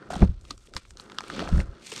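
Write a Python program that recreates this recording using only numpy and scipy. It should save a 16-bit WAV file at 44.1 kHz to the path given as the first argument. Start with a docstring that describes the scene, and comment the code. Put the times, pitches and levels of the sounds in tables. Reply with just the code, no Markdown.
"""A quiet room, with paper sleeves holding discs flipped by hand close to a small microphone.
The paper snaps as short runs of tiny breaks ring its creases, and rustles as grains and hiss ring many more.
Hollow taps are dying tones; the stack thuds mainly in two runs of pushes on its low modes, as a sleeve falls.
Handling rumbles underneath in low noise, with a short room tail on the paper and a faint bed of air."""
import sys
import numpy as np
from scipy import signal
from scipy.fft import rfft, irfft
from scipy.io import wavfile

SR = 44100
rng = np.random.default_rng(int(sys.argv[2]) if len(sys.argv) > 2 else 0)


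def dump_mix(stems):
    """Bounce the given channels to the path in sys.argv[1] as a 16-bit WAV at rate SR."""
    frames = np.atleast_2d(stems).T  # one column per channel
    limited = np.clip(frames, -1, 1)  # hard clip at full scale
    pcm = np.round(limited * 32767).astype(np.int16)
    wavfile.write(sys.argv[1], SR, pcm)


def boost(x):
    """Linear amplitude factor 10**(x/20) for a level x in decibels (scalar or array-like)."""
    u = np.asarray(x, float) / 20
    return 10 ** u


N = 88200  # samples, two seconds

# Snaps of the paper. Each row: time near the strongest moment in seconds, level of the crease ring in dB,
# level of the dull ring over it in dB, pitch of the crease in Hz, length of the run of breaks in ms.
SNAPS = [(0.1554, -30, -7, 3380, 3.5), (0.2205, -29, 6, 1990, 8.28), (0.4118, -48.5, -14, 6960, 3),
         (0.4513, -44, -5, 3500, 4.85), (0.5078, -25, -3.5, 4580, 9.8), (.5785, -44, -11, 7200, 4.5),
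         (0.6731, -45, -17, 3430, 4), (0.7378, -35, -1.5, 4770, 4), (0.7496, -37.5, -18, 8700, 3),
         (0.7658, -21.5, -1.5, 4500, 3.9), (0.7782, -37, -10, 5000, 2.8), (0.852, -46, 3, 2280, 2.7),
         (0.907, -38, -29, 6640, 4.1), (0.972, -34, -20, 5000, 3), (0.9987, -29.5, -6, 3960, 1.7),
         (1.099, -44, 9, 3250, 4.9), (1.1192, -38, 3, 3340, 5.2), (1.1858, -17.5, 0, 3300, 2.68),
         (1.2067, -33.5, 11, 4650, 3), (1.2387, -36, 4.5, 3340, 3.2), (1.2823, -35.5, -20, 9700, 2),
         (1.3007, -38, 18, 3470, 4.35), (1.3641, -38.5, 7, 6960, 3.5), (1.3931, -29.5, 11.5, 2900, 5.1),
         (1.4032, -33, 6, 4460, 5.3), (1.4758, -39, 16.5, 1970, 3.2), (1.4906, -31.5, -25, 5130, 3.25),
         (1.6029, -25, -15, 2300, 6), (1.869, -31, -33, 7200, 3.2), (1.9187, -24.5, -15, 6300, 2.6),
         (1.921, -29.5, -15, 2860, 10.46), (1.9626, -25.5, -22, 5570, 1.5), (1.9786, -28, -23, 6160, 6.5),
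         (1.99, -37, -22, 4070, 3.3)]
# Ring of the sleeve in its dull, crisp and bright ranges.
# Each row: frequency before scatter in Hz, relative level in dB, time to die by 60 dB in seconds.
DULL_MODES = [(1257, -7, 0.019), (1490, 1, 0.0038)]
CRISP_MODES = [(2300, -3, .003), (3300, -1, .004), (4500, 0, .004), (5600, -5, .003)]
BRIGHT_MODES = [(6100, 2.5, 0.00095), (9530, 5.5, 0.00075)]
# Hollow body of the sleeve. Each row: frequency before scatter in Hz, relative level in dB,
# time to die by 60 dB in seconds.
HOLLOW_MODES = [(221.4, -5, 0.04), (333.7, 1, 0.02), (490.4, -7.5, 0.022), (698, -12, 0.0086)]
# Sliding paper. Each row: time in seconds, then levels in dB of the crisp part, the dull part,
# the bright part and the hollow body.
RUSTLE = [(0, -65.5, -52, -74, -47), (.101, -66.5, -55.5, -70, -51.5), (.104, -46, -38.5, -45, -40),
          (.2, -50.5, -51.5, -56, -40), (.228, -43, -41.5, -52, -16), (.27, -62, -58, -66, -49.5),
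          (.37, -71, -71.5, -78.5, -66), (.42, -72, -69.5, -67.5, -64), (.52, -53.5, -67, -57, -53),
          (.56, -72.5, -72.5, -68, -67), (.67, -66, -68.5, -60.5, -68), (.72, -74, -76, -75, -58),
          (.77, -46, -50, -44, -43), (.81, -62.5, -67, -68.5, -70), (.91, -71.5, -75, -61.5, -62.5),
          (.96, -72, -69, -74, -59.5), (1.0, -57.5, -56, -54, -53.5), (1.07, -67, -57, -66.5, -54),
          (1.27, -53, -52.5, -57.5, -50.5), (1.32, -47.5, -47.5, -54.5, -41.5),
          (1.41, -40.5, -42, -53.5, -32), (1.5, -53, -46, -56.5, -43), (1.61, -48.5, -45, -51, -36),
          (1.65, -67.5, -57.5, -71.5, -52), (1.79, -62.5, -58, -70.5, -52), (1.86, -49.5, -61, -48, -56),
          (2.0, -43, -49, -44, -47.5)]
# Hollow taps as the air pocket inside the sleeve is squeezed.
# Each row: start in seconds, level in dB before the onset and gain in taps(), pitch in Hz.
TAPS = [(.104, -28.5, 669), (.131, -30.5, 740), (.139, -33.5, 720), (0.158, -30.5, 760), (.51, -43, 273),
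        (.684, -53, 440), (1.236, -42.5, 425), (1.424, -30, 648), (1.455, -37.5, 730), (1.489, -33, 707),
        (1.924, -39, 440)]
# Thuds of the stack. Each row: start in seconds, peak level in dB, length of the push in ms,
# direction (+1 or -1).
THUDS = [(0.164, -21.5, 1.7, -1), (0.208, -18.5, 2.5, 1), (.218, -6.5, 3.65, -1), (0.223, -11, 4.4, -1),
         (0.228, 0, 6.8, 1), (0.291, -13.5, 9.2, -1), (0.755, -28.5, 8.1, -1), (1.513, -22.5, 6.6, 1),
         (1.524, -12, 4.96, -1), (1.533, -10, 10.4, -1), (1.544, -12, 8.2, 1), (1.558, -17.5, 9.6, 1),
         (1.569, -11.5, 7.45, -1), (1.586, -11, 7.9, 1), (1.6, -26, 8.8, 1), (1.689, -27.5, 10, 1)]
# Low modes of the stack. Each row: frequency at the start in Hz, relative level in dB,
# time to die by 60 dB in seconds.
STACK_MODES = [(50.1, -21.5, 0.37), (77, -3, 0.13), (118.3, -8.5, 0.17), (194.9, 10.5, 0.073),
               (250.7, -8.5, 0.13)]
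# Handling rumble. Each row: time in seconds, level in dB.
RUMBLE = [(0, -79), (.15, -41), (.38, -44.5), (.53, -49.5), (.7, -60.5), (.93, -50), (1.1, -72),
          (1.43, -45.5), (1.65, -34), (1.85, -72.5)]
# Spectrum of the air and microphone hiss. Each row: frequency in Hz, relative level in dB.
AIR = [(100, -7), (900, -42), (4000, -23), (15000, -50)]

SCATTER = 0.035  # spread of the mode frequencies, as a share
CREASE_CYCLES = 6  # cycles until the crease has died by 60 dB
SHEET_DB = -8  # rest of the sheet, relative to the crease
GRAINS_PER_S, GRAIN_SPREAD_DB = 2400, 4.0
HISS_DB, CLUMP_DB = -4, 2.1  # hiss relative to the grains; rms swing of the clumps
TAP_CYCLES = 15.8  # cycles until a tap has died by 60 dB
SAG, SAG_S = 0.17, 0.04  # share and time constant of the pitch drop as the pressed stack relaxes
ROOM_T60_S, ROOM_DB, ROOM_HZ = 0.06, -21, 5000  # decay, level and low-pass corner of the tail
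AIR_DB = -79.5
MIC_TOP_HZ, MIC_STEP_DB, EDGE_HZ = 8910, -10.5, 15700  # centre and depth of the step; upper band limit


def evened(x):
    """Scales to rms 1."""
    return x / np.sqrt(np.mean(x ** 2) + 1e-20)


def band(x, lo_hz, hi_hz):
    """Band-pass."""
    return signal.sosfilt(signal.butter(2, [lo_hz, hi_hz], "band", fs=SR, output="sos"), x)


def curve(table, column):
    """One column of levels as gain over time, gliding in dB between rows."""
    rows = np.array(table)
    return boost(np.interp(np.arange(N) / SR, rows[:, 0], rows[:, column]))


def ring(modes, detune, size, sag=0):
    """Sum of exponentially dying sines whose pitch may sag."""
    t = np.arange(size) / SR
    bent_time = np.cumsum(1 - sag * (1 - np.exp(-t / SAG_S))) / SR
    out = np.zeros(size)
    for (hz, db, t60), factor in zip(modes, detune):
        out += boost(db - 60 * t / t60) * np.sin(2 * np.pi * hz * factor * bent_time)
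    return out


def add(mix, s, sound):
    """Mixes a sound in at time s, cut off at the end of the mix."""
    part = mix[round(s * SR):][:len(sound)]
    part += sound[:len(part)]


def snaps():
    """Each snap is a short cluster of tiny breaks that rings one crease, the dull modes and the whole sheet."""
    out, t = np.zeros(N), np.arange(900) / SR
    for s, db, dull_db, crease_hz, ms in SNAPS:
        detune = 1 + SCATTER * rng.standard_normal(9)
        swell = np.sin(np.pi * np.minimum(t * 1000 / ms, 1) ** 0.62) ** 2  # rises faster than it falls
        breaks = rng.standard_normal(900) * swell
        crease = [(crease_hz, 0, CREASE_CYCLES / crease_hz)]
        parts = ((DULL_MODES, detune[:2], dull_db), (crease, [1], 0),
                 (CRISP_MODES + BRIGHT_MODES, detune[2:], SHEET_DB))
        for modes, factors, part_db in parts:
            sound = np.convolve(breaks, ring(modes, factors, 650))
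            sound = boost(db + part_db) * sound / abs(sound).max()
            add(out, s - ms * 0.0002795, sound)  # starts ahead of the strongest moment
    return signal.sosfilt(signal.butter(4, 850, "high", fs=SR, output="sos"), out)


def rustle():
    """Clumps of small breaks over a friction hiss, ringing many creases."""
    out, crease_sets = np.zeros((4, N)), 8
    # the four parts swell partly together, partly on their own
    wander = rng.standard_normal((4, N)) + rng.standard_normal(N)
    clumps = boost(CLUMP_DB * evened(band(wander, 14, 70)))
    for _ in range(crease_sets):
        hits = (rng.random(N) < GRAINS_PER_S / crease_sets / SR) * rng.choice([-1, 1], N)
        for k, modes in enumerate((CRISP_MODES, DULL_MODES, BRIGHT_MODES, HOLLOW_MODES)):
            grains = hits * boost(GRAIN_SPREAD_DB * np.minimum(rng.exponential(1, N), 4))
            hiss = boost(HISS_DB) * rng.standard_normal(N)
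            drive = clumps[k] * (evened(grains) + hiss)
            detune = 1 + 3 * SCATTER * rng.standard_normal(4)
            out[k] += signal.oaconvolve(drive, ring(modes, detune, 1900))[:N]
    edges_hz = ((1800, 4730), (830, 4500), (4950, 20000), (125.0, 2140))
    return sum(evened(band(out[k], *edges_hz[k])) * curve(RUSTLE, k + 1) for k in range(4))


def taps():
    """The squeezed air pocket sounds a soft-edged dying tone for each hollow tap."""
    out, t = np.zeros(N), np.arange(3000) / SR
    for s, db, hz in TAPS:
        decay = boost(db - 60 * t * hz / TAP_CYCLES)
        onset = 1 - np.exp(-t * hz / 0.44)  # time constant of 0.44 cycles
        add(out, s, 3 * decay * onset * np.sin(2 * np.pi * hz * t))
    return out


def thuds():
    """Soft pushes, heard through the low modes of the stack, which sag in pitch."""
    out = np.zeros(N)
    body = ring(STACK_MODES, np.ones(len(STACK_MODES)), 8000, SAG)
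    for s, db, ms, direction in THUDS:
        push = np.hanning(round(ms * SR / 1000) + 2)
        sound = np.convolve(push, body)
        add(out, s, direction * boost(db) * sound / abs(sound).max())
    return out


def rumble():
    """Low band of noise from hands on the stack, rising and falling in level."""
    return evened(band(rng.standard_normal(N), 26.7, 74.3)) * curve(RUMBLE, 1)


def room(x):
    """Short dull tail of sparse reflections, dying exponentially."""
    t = np.arange(8000) / SR
    sparse = rng.choice([-1, 1], 8000) * (rng.random(8000) < 0.06)
    reflections = sparse * boost(-60 * t / ROOM_T60_S) * (t > 0.002)
    reflections = signal.lfilter(*signal.butter(1, ROOM_HZ, fs=SR), reflections)
    return boost(ROOM_DB) * signal.oaconvolve(x, reflections / np.linalg.norm(reflections))[:N]


def air():
    """Room air and microphone hiss: steady noise, strongest low, thin near 900 Hz, fuller near 4 kHz, then fading."""
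    f, db = np.transpose(AIR)
    hz = np.fft.rfftfreq(N, 1 / SR)
    shape = boost(np.interp(np.log(hz + 1), np.log(f + 1), db))
    return boost(AIR_DB) * evened(irfft(rfft(rng.standard_normal(N)) * shape, N))


def scene():
    """Close paper with its room tail, then thuds, rumble and air, in one channel."""
    paper = snaps() + taps() + rustle()
    return (paper + room(paper) + thuds() + rumble() + air())[None]


def top_cut(x):
    """Nothing passes above the cut-off."""
    return signal.sosfilt(signal.butter(12, 15690, fs=SR, output="sos"), x)


def record(dry):
    """The microphone saturates softly, steps down in the treble, slopes on down and ends at a band limit."""
    hz = [0, MIC_TOP_HZ - 400, MIC_TOP_HZ + 400, EDGE_HZ - 200, EDGE_HZ, SR / 2]
    gain = [1, 1, boost(MIC_STEP_DB), boost(2 * MIC_STEP_DB), 0, 0]
    response = signal.firwin2(511, hz, gain, fs=SR)
    mix = signal.oaconvolve(np.tanh(dry), response[None], "same")
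    return top_cut(mix)


dry = scene()
out = record(dry)
dump_mix(out)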